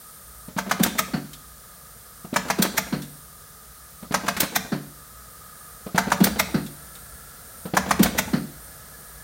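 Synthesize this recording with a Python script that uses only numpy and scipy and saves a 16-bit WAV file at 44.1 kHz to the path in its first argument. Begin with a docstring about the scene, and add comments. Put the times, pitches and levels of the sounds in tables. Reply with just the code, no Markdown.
"""A warehouse hums, and the held motors of a shrink-sleeve labelling machine whine and hiss over it.
The machine is jogged through five cycles. In each the drive jolts, metal clacks twice on its end stops,
air valves spit twice, and stepper motors brake and shake the steel cabinet.
The microphone stands back at first, then moves up to the cabinet window for the last two cycles."""
import sys
import numpy as np
from scipy import signal
from scipy.fft import rfft, irfft, next_fast_len
from scipy.io import wavfile
from scipy.ndimage import uniform_filter1d

SR = 44100
rng = np.random.default_rng(int(sys.argv[2]) if len(sys.argv) > 2 else 0)


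def log_audio(samples):
    """Write samples as a 16-bit WAV file to the path given in sys.argv[1]."""
    # one column per channel
    frames = np.atleast_2d(samples).T
    # limit to full scale, then quantise
    limited = np.clip(frames, -1, 1)
    pcm = np.round(limited * 32767).astype(np.int16)
    wavfile.write(sys.argv[1], SR, pcm)


N = 407043
T = np.arange(N) / SR

# Presses of the jog button. Each row: start in seconds, slack in the drive in seconds, level offsets
# in dB of first clack, feed brake and film scrape, lateness of the stop in seconds.
CYCLES = [(0.456, 0.025, -6, 0.5, -1, 0), (2.245, 0, 0, -1.5, 1.5, 0), (4.026, 0, 0, -19, 6.5, 0.014),
          (5.863, 0, 0, 0.5, 1.5, 0), (7.653, 0, -0.5, -0.5, 3, 0)]
# The steel of the mechanism. Each row: frequency in Hz, width in Hz, relative level in dB.
STEEL_MODES = [(576.4, 9.4, 4), (701, 22, 4), (800, 50, -6), (897, 43, 9), (1020, 33, -14), (1110, 33, -3),
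               (1540, 120, 1), (1726, 100, -3.5), (2070, 66, -16), (2310, 140, -5.5), (5920, 72, -7),
               (6430, 68, -6.5), (7100, 67, -5.5), (9500, 110, -8)]
# The colour of rattling parts. Each row: frequency in Hz, relative level in dB.
RATTLE_COLOUR = [(40, -40), (100, -25), (200, 19), (350, 5), (480, 9), (620, 7.5), (900, 2.5), (1600, -7.5),
                 (2600, -10.5), (4400, -12), (7000, -37), (16000, -56)]


def from_db(db):
    return 10 ** (np.asarray(db) / 20)


def rms_one(x):
    return x / np.sqrt(np.mean(x ** 2) + 1e-20)


def at_hz(points, hz):
    """A curve read on a log-frequency axis."""
    f, value = np.transpose(points)
    return np.interp(np.log(np.maximum(hz, 1)), np.log(f), value)


def convolve(x, response):
    """Pass x through a response scaled to unit energy."""
    return signal.fftconvolve(x, response / np.linalg.norm(response))[:N]


def noise(colour):
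    """Steady noise of a given colour, rms 1."""
    size = next_fast_len(N)
    gain = from_db(at_hz(colour, np.fft.rfftfreq(size, 1 / SR)))
    return rms_one(irfft(rfft(rng.standard_normal(size)) * gain, size)[:N])


def drift(rate_hz):
    """A slow random wander, rms 1."""
    return rms_one(np.interp(T * rate_hz, np.arange(400), rng.standard_normal(400)))


def whistle(hz, width_hz):
    """A breathy tone: slow noise carried on a steady or moving pitch, rms 1."""
    lowpass = signal.butter(2, width_hz / 2, fs=SR, output="sos")
    slow = signal.sosfilt(lowpass, rng.standard_normal((2, N)))
    phase = 2 * np.pi * np.cumsum(np.full(N, hz)) / SR
    return rms_one(slow[0] * np.cos(phase) + slow[1] * np.sin(phase))


def play(events, shape):
    """One copy of shape for each event, a row of start in seconds and level in dB."""
    out = np.zeros(N + len(shape))
    for s, db in events:
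        start = max(round(s * SR), 0)
        out[start:start + len(shape)] += from_db(db) * shape
    return out[:N]


def swell(rise_s, decay_s):
    """An envelope that climbs to 1 and dies away."""
    t = T[:SR // 2]
    return np.minimum(t / rise_s, 1) ** 2 * np.exp(-np.maximum(t - rise_s, 0) / decay_s)


def ring(force, modes):
    """Resonances driven by a force: damped sines, the wider the shorter."""
    t = T[:SR // 2]
    sines = ((-1) ** k * from_db(db) * width * np.exp(-np.pi * width * t) * np.sin(2 * np.pi * hz * t)
             for k, (hz, width, db) in enumerate(modes))
    return convolve(force, sum(sines))


def boom(force, modes, build_s):
    """Slowly dying low modes that build up as the blow spreads through the metal."""
    t = T[:SR]
    sway = sum(from_db(db - 60 * t / t60) * np.sin(2 * np.pi * hz * t) for hz, db, t60 in modes)
    return convolve(force, sway * np.minimum(t / build_s, 1))


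def nearness(s):
    """The microphone's approach at time s, as a gain in dB that each source scales for itself."""
    # The walk up to the cabinet window. Each row: time in seconds, gain in dB.
    approach = [(0, 0), (4.8, 0), (6.1, 4), (7.6, 5), (9.2, 5)]
    return np.interp(s, *np.transpose(approach))


def each_cycle(steps, follows=0, late_s=0, extra_db=0):
    """Repeat steps (seconds into the cycle, dB) in all cycles; follows scales the approach gain."""
    starts = np.array(CYCLES)[:, 0] + late_s
    return np.vstack([np.column_stack([starts + s, db + extra_db + follows * nearness(starts + s)])
                      for s, db in steps])


def pause(off_s, on_s, return_s):
    """A gain that falls quickly to 0 in every cycle and later climbs back to 1."""
    return 1 - sum(np.clip((T - start - off_s) / 0.015 + 1, 0, 1)
                   * np.clip(1 - (T - start - on_s) / return_s, 0, 1) for start, *_ in CYCLES)


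def room_tone():
    """The warehouse's rumble, a steady hiss and the low hum of motors."""
    # The colours of rumble and hiss. Each row: frequency in Hz, relative level in dB.
    rumble_colour = [(20, -36), (35, -9), (54, 2), (82, -7.5), (150, -7.5), (200, -10), (320, -23.5),
                     (450, -15), (680, -16), (900, -22), (1400, -15), (2000, -21.5), (2800, -36),
                     (6000, -61)]
    hiss_colour = [(1500, -25), (2650, -16.5), (3500, -10.5), (5000, -8.5), (7800, -8), (9500, -8),
                   (11000, -6), (13000, -7.5), (16000, -6)]
    # Motor hum. Each row: frequency in Hz, rms level in dB.
    hum_tones = [(58, -58.5), (148, -63)]
    hum = sum(from_db(db) * whistle(hz, width_hz=2.8) for hz, db in hum_tones)
    rumble = from_db(-51.5 + 0.73 * nearness(T)) * noise(rumble_colour)
    hiss = from_db(-47 + 0.31 * nearness(T)) * noise(hiss_colour)
    return rumble + hiss + hum


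def hall(x):
    """The warehouse's diffuse reverberation, each octave dying at its own pace."""
    # The tail's colour. Each row: frequency in Hz, relative level in dB.
    colour = [(120, -5), (400, -0.5), (900, -4), (1800, -1.1), (3600, -0.5), (7000, -3), (14000, -6.5)]
    # Its length. Each row: frequency in Hz, seconds to fall 60 dB.
    t60 = [(100, 0.32), (500, 0.61), (2000, 0.5), (6000, 0.64), (16000, .3)]
    t, tails = T[:SR], 0
    for low_hz in 80 * 2 ** np.arange(8):
        octave = signal.butter(2, [low_hz, 2 * low_hz], "band", fs=SR, output="sos")
        band = signal.sosfilt(octave, rng.standard_normal((2, SR)))
        centre_hz = low_hz * np.sqrt(2)
        tails = tails + band * from_db(at_hz(colour, centre_hz) - 60 * t / at_hz(t60, centre_hz))
    one, other = (convolve(x, tail * np.minimum(t / 0.0032, 1)) for tail in tails)
    # Two tails blend at random, so the echo shimmers instead of ringing on fixed pitches.
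    blend = 2 * np.pi * drift(rate_hz=3)
    return one * np.cos(blend) + other * np.sin(blend)


def held_motors():
    """Chopped holding current makes the motors whine and sing while they stand still."""
    # The whine at rest. Each row: time in seconds, pitch in Hz, rms level in dB.
    whine_curve = [(0, 1247, -55.5), (4, 1245, -55.5), (5.7, 1247, -52), (7.2, 1342, -55), (9.2, 1268, -58)]
    # The highest singing. Each row: frequency in Hz, width in Hz, relative level in dB.
    singing_bands = [(9810, 630, -3), (12250, 740, -3), (14650, 700, -3.5)]
    surge_s, surge_db = 0.05, 5.5   # the whine is louder while the drive first takes up load
    times, pitches, levels = np.transpose(whine_curve)
    loaded = sum((T > start) & (T < start + surge_s) for start, *_ in CYCLES)
    whine_db = np.interp(T, times, levels) + surge_db * loaded
    whine = from_db(whine_db) * whistle(np.interp(T, times, pitches), width_hz=95)
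    whine += from_db(-66 + 1.5 * nearness(T)) * whistle(1694, width_hz=45)
    whine *= pause(off_s=surge_s, on_s=0.74, return_s=0.23)
    singing = whistle(8770 + 60 * drift(rate_hz=9.4), width_hz=460)
    singing += sum(from_db(db) * whistle(hz, width) for hz, width, db in singing_bands)
    singing *= from_db(-55.5 + 0.52 * nearness(T) + 1.6 * drift(rate_hz=6))
    singing *= pause(off_s=0.04, on_s=0.48, return_s=0.17)   # silent while the film is fed
    return whine + singing


def loose_parts():
    """Loose parts knock in every cycle and faintly ring the steel."""
    # Each row: seconds into the cycle, relative level in dB from afar.
    tap_steps = [(0.206, -10), (0.494, -12), (0.619, -17.5)]
    knocks = play(each_cycle(tap_steps, follows=1.1), swell(0.0026, 0.036))
    rattle = from_db(-21.5) * knocks * noise(RATTLE_COLOUR)
    return rattle + from_db(-36) * ring(knocks * rng.standard_normal(N), STEEL_MODES)


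def sleeve_ticks():
    """Now and then a cut sleeve ticks against the frame."""
    # Each row: start in seconds, relative level in dB.
    ticks = [(1.332, -24.5), (3.020, -24), (6.663, -26), (6.952, -28)]
    # Each row: frequency in Hz, relative level in dB.
    tick_colour = [(300, -50), (1500, -12), (2400, -8), (3000, -7.5), (3650, 2.5), (4400, -7), (7000, -7),
                   (16000, -10)]
    return from_db(-11) * play(ticks, swell(0.00037, 0.014)) * noise(tick_colour)


def film(slack_s, scrape_db):
    """Grainy friction: the film is pulled taut, rubs along, and skids on when the feed stops."""
    # Rubs on the guide and past the blade. Each row: seconds into the cycle, relative level in dB.
    rub_steps = [(0.234, -14.5), (0.386, -8), (0.402, -12.5)]
    # Each row: frequency in Hz, relative level in dB.
    rub_colour = [(500, 10.5), (1500, 14.5), (2800, 6.5), (3800, 6), (6500, 2), (10000, 0), (16000, -5)]
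    pulls = each_cycle([(0.09, -14)], late_s=slack_s)
    skids = each_cycle([(0.336, -13.5)], extra_db=scrape_db)
    rubs = play(np.vstack([pulls, each_cycle(rub_steps), skids]), swell(0.007, 0.014))
    grain_db = 1.6 * rms_one(uniform_filter1d(rng.standard_normal(N), size=40))
    return from_db(-16) * rubs * rms_one(from_db(grain_db)) * noise(rub_colour)


def cabinet(shake, blows, cuts, returns):
    """The panels boom on after every shake and blow; deep rumble carries only close by."""
    # Each row: frequency in Hz, relative level in dB, seconds to fall 60 dB.
    panel_modes = [(67.8, -20, 0.96), (116.4, -19.5, 0.97), (165, -4.5, 0.39), (190.8, 4.5, 0.26),
                   (232, 1.5, 0.17), (258.4, -3.5, 0.21), (446, -5, 0.28)]
    push = np.hanning(SR // 700)
    force = from_db(-30) * shake + from_db(-17) * play(blows, push)
    force += from_db(-22.5) * play(returns + [0.016, 0], push) + from_db(-27) * play(cuts, push)
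    deep = noise([(30, -28), (50, 0), (68, 10.5), (90, -1), (130, 0), (250, -56)])
    rumble = from_db(-47.5 + 2.4 * nearness(T)) * play(blows, swell(0.053, 0.88)) * deep
    return boom(force, panel_modes, build_s=0.0057) + rumble


def carriage(rests):
    """The carriage is struck as its motor stalls, and rings on its rails."""
    # Each row: frequency in Hz, relative level in dB, seconds to fall 60 dB.
    carriage_modes = [(146.6, 1.5, 0.62), (184, 3, 0.19), (232.3, 5.5, 0.23), (261, -2, 0.12),
                      (286, 3, 0.41), (344, -10, 0.42), (371, -3, 0.34), (511, -4, 0.23), (578, -12, .25),
                      (652, -6, .2), (735, -7, 0.29)]
    stall = play(rests + [0.012, 0], np.hanning(SR // 1100))
    return from_db(-8) * boom(stall, carriage_modes, build_s=0.011)


def braking(from_hz, to_hz, knee_s, peak_s, lead_s, fade_s):
    """A stepper's falling step rate: the shaking grows as it nears the frame's resonance, then dies."""
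    t = T[:SR // 8]
    hz = to_hz + (from_hz - to_hz) / (1 + (t / knee_s) ** 6)
    size = np.exp(np.minimum((t - peak_s) / lead_s, (peak_s - t) / fade_s)) * np.minimum(t / 0.0067, 1)
    return size * np.sin(2 * np.pi * np.cumsum(hz) / SR)


def drive(jolts, feed_stops, rests):
    """The motors take up load and brake: returns the frame's low shaking and the rattle with it."""
    # The rattle as the carriage comes to rest. Each row: frequency in Hz, relative level in dB.
    rest_colour = [(40, -30), (100, -29), (250, 5.5), (370, 2.5), (500, -1), (700, -2), (1000, -5.5),
                   (1600, -1.5), (2300, -12), (3600, -16.5), (4450, -7.5), (5200, -17.5), (9000, -35),
                   (16000, -36)]
    sway = swell(0.0022, 0.0053) * np.sin(2 * np.pi * 191 * T[:SR // 2])   # heavy and well damped
    feed_brake = braking(from_hz=385, to_hz=195, knee_s=0.0125, peak_s=0.019, lead_s=0.007, fade_s=0.008)
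    halt = braking(from_hz=323, to_hz=205, knee_s=0.009, peak_s=0.0171, lead_s=0.0096, fade_s=0.0025)
    shake = from_db(-1.5) * play(jolts, sway) + from_db(3) * play(feed_stops, feed_brake)
    shake += from_db(1.5 + 0.5 * nearness(T)) * play(rests, halt)
    jostle = from_db(-10.5) * play(jolts, swell(0.0032, 0.017))
    jostle += from_db(-13.5) * play(feed_stops, swell(0.008, 0.042))
    settle = from_db(-13) * play(rests, swell(0.0068, 0.029))
    return shake, jostle * noise(RATTLE_COLOUR) + settle * noise(rest_colour)


def gust(lead_s, decay_s):
    """A valve's flow: it grows for 15 ms while the spool moves, then the line empties."""
    t = T[:SR // 4] - 0.015
    return np.exp(np.minimum(t / lead_s, -t / decay_s))


def cutter_stroke(vents, cuts):
    """Air spits from the exhaust port, and the blade knocks at the end of its stroke."""
    # The venting air. Each row: frequency in Hz, relative level in dB.
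    air_colour = [(240, -6), (400, -1), (1160, -12.5), (1560, -0.5), (1820, -3.5), (2750, -9), (3310, -2.5),
                  (5690, -6), (9180, -4), (10400, -10), (13700, -2), (14800, -2.5), (16000, -1.5)]
    # Each row: frequency in Hz, width in Hz, relative level in dB.
    port_modes = [(1510, 60, -10), (3080, 110, 2), (3900, 110, -3), (5950, 340, 9), (8100, 80, 9),
                  (9300, 290, 15), (14840, 260, 20)]
    flow = play(vents, gust(lead_s=0.0024, decay_s=0.0065))
    snap = play(vents, gust(lead_s=0.0001, decay_s=0.00031))   # the spool hits its seat
    air = (from_db(-1.5) * flow + from_db(-18) * snap) * noise(air_colour)
    port = from_db(-9.5) * ring(flow * rng.standard_normal(N), port_modes)
    knock = play(cuts, swell(0.0017, 0.0082))
    rattle = from_db(-9.5) * knock * noise(RATTLE_COLOUR)
    steel = from_db(-17.5) * ring(knock * rng.standard_normal(N), STEEL_MODES)
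    return air + port + rattle + steel


def cutter_return(returns):
    """A second puff of air, and the slide rings as the cutter runs home."""
    # The puff. Each row: frequency in Hz, relative level in dB.
    air_colour = [(290, -44), (500, -34.5), (668, -17), (1030, -2), (1250, -10.5), (2010, 2.5),
                  (2980, -12.5), (3590, -4), (4940, -10.5), (5710, -5.5), (10700, -14), (13300, -7),
                  (16000, -14)]
    # Each row: frequency in Hz, width in Hz, relative level in dB.
    slide_modes = [(635, 35, 6.5), (685, 57, 5), (869, 51, 2.5), (1250, 97, 0.5), (1460, 92, 1),
                   (1594, 87, -4), (2010, 140, -6)]
    puff = from_db(-6) * play(returns, gust(lead_s=0.0046, decay_s=0.0075)) * noise(air_colour)
    force = play(returns, gust(lead_s=0.0028, decay_s=0.0031)) * rng.standard_normal(N)
    return puff + from_db(-5.5) * ring(force, slide_modes)


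def clacks(blows):
    """Metal hits its end stops and rings the steel; the parts chatter for some milliseconds after."""
    # The clack's bright edge. Each row: frequency in Hz, relative level in dB.
    treble_colour = [(1180, -40), (2000, 8), (2780, -0.5), (6040, 1), (8700, -7.5), (9410, -7),
                     (10400, -10), (13600, -7), (16000, -23)]
    impact = play(blows, np.ones(1))
    chatter = play(blows, swell(0.0021, 0.0025)) * rng.standard_normal(N)
    body = ring(from_db(14.5) * impact + from_db(-5.5) * chatter, STEEL_MODES)
    t = T[:SR // 2]
    # Parts bounce hard for a moment, then settle all at once.
    clatter = np.minimum(t / 0.002, 1) * np.exp(-np.minimum(t / 0.011, 10) ** 2)
    bounces = from_db(-3.5) * clatter + from_db(-26.5) * swell(0.018, 0.028)
    crack = play(blows, bounces) * noise([(300, -25), (550, -4), (850, 2.5), (1150, 1.5), (1450, -1.5),
                                          (1800, -0.5), (2700, -39.5), (8000, -26)])
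    screened = from_db(-9.5 - 0.68 * nearness(T))   # close up, the window screens the treble
    treble = screened * play(blows, swell(0.0051, 0.011)) * noise(treble_colour)
    return body + crack + treble


def scene():
    """Five cycles at one microphone: the machine works, its cabinet booms and the hall answers."""
    # The drive takes up load. Each row: seconds into the cycle, relative level in dB from afar.
    jolt_steps = [(0, -26), (0.082, -17.5)]
    _, slack_s, clack_db, brake_db, scrape_db, late_stop_s = np.transpose(CYCLES)
    jolts = each_cycle(jolt_steps, follows=1.53, late_s=slack_s)
    first_blows = each_cycle([(0.115, -10)], follows=0.79, late_s=0.53 * slack_s, extra_db=clack_db)
    second_blows = each_cycle([(0.255, -11.5)], follows=0.66)
    blows = np.vstack([first_blows, second_blows])
    feed_stops = each_cycle([(0.3365, -11)], follows=0.95, extra_db=brake_db)
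    vents = each_cycle([(0.365, -7)], follows=0.05)
    cuts = each_cycle([(0.404, -9.5)], follows=0.66)
    returns = each_cycle([(0.521, -7.3)], follows=0.2)
    rests = each_cycle([(0.676, -14)], follows=0.5, late_s=late_stop_s)
    shake, rattle = drive(jolts, feed_stops, rests)
    machine = shake + rattle + clacks(blows) + cutter_stroke(vents, cuts) + cutter_return(returns)
    machine += loose_parts() + sleeve_ticks() + film(slack_s, scrape_db)
    booming = cabinet(shake, blows, cuts, returns) + carriage(rests)
    return (machine + booming + from_db(-12) * hall(machine) + held_motors() + room_tone())[None]


def record(dry):
    """The microphone sheds deep bass, loud peaks are rounded and the top is cut."""
    low_cut_hz, high_cut_hz, ceiling = 38, 15900, 0.73
    thin = signal.sosfilt(signal.butter(2, low_cut_hz, "high", fs=SR, output="sos"), dry)
    rounded = ceiling * np.tanh(thin / ceiling)
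    return signal.sosfilt(signal.ellip(12, 0.1, 70, high_cut_hz, fs=SR, output="sos"), rounded)


dry = scene()
out = record(dry)
log_audio(out)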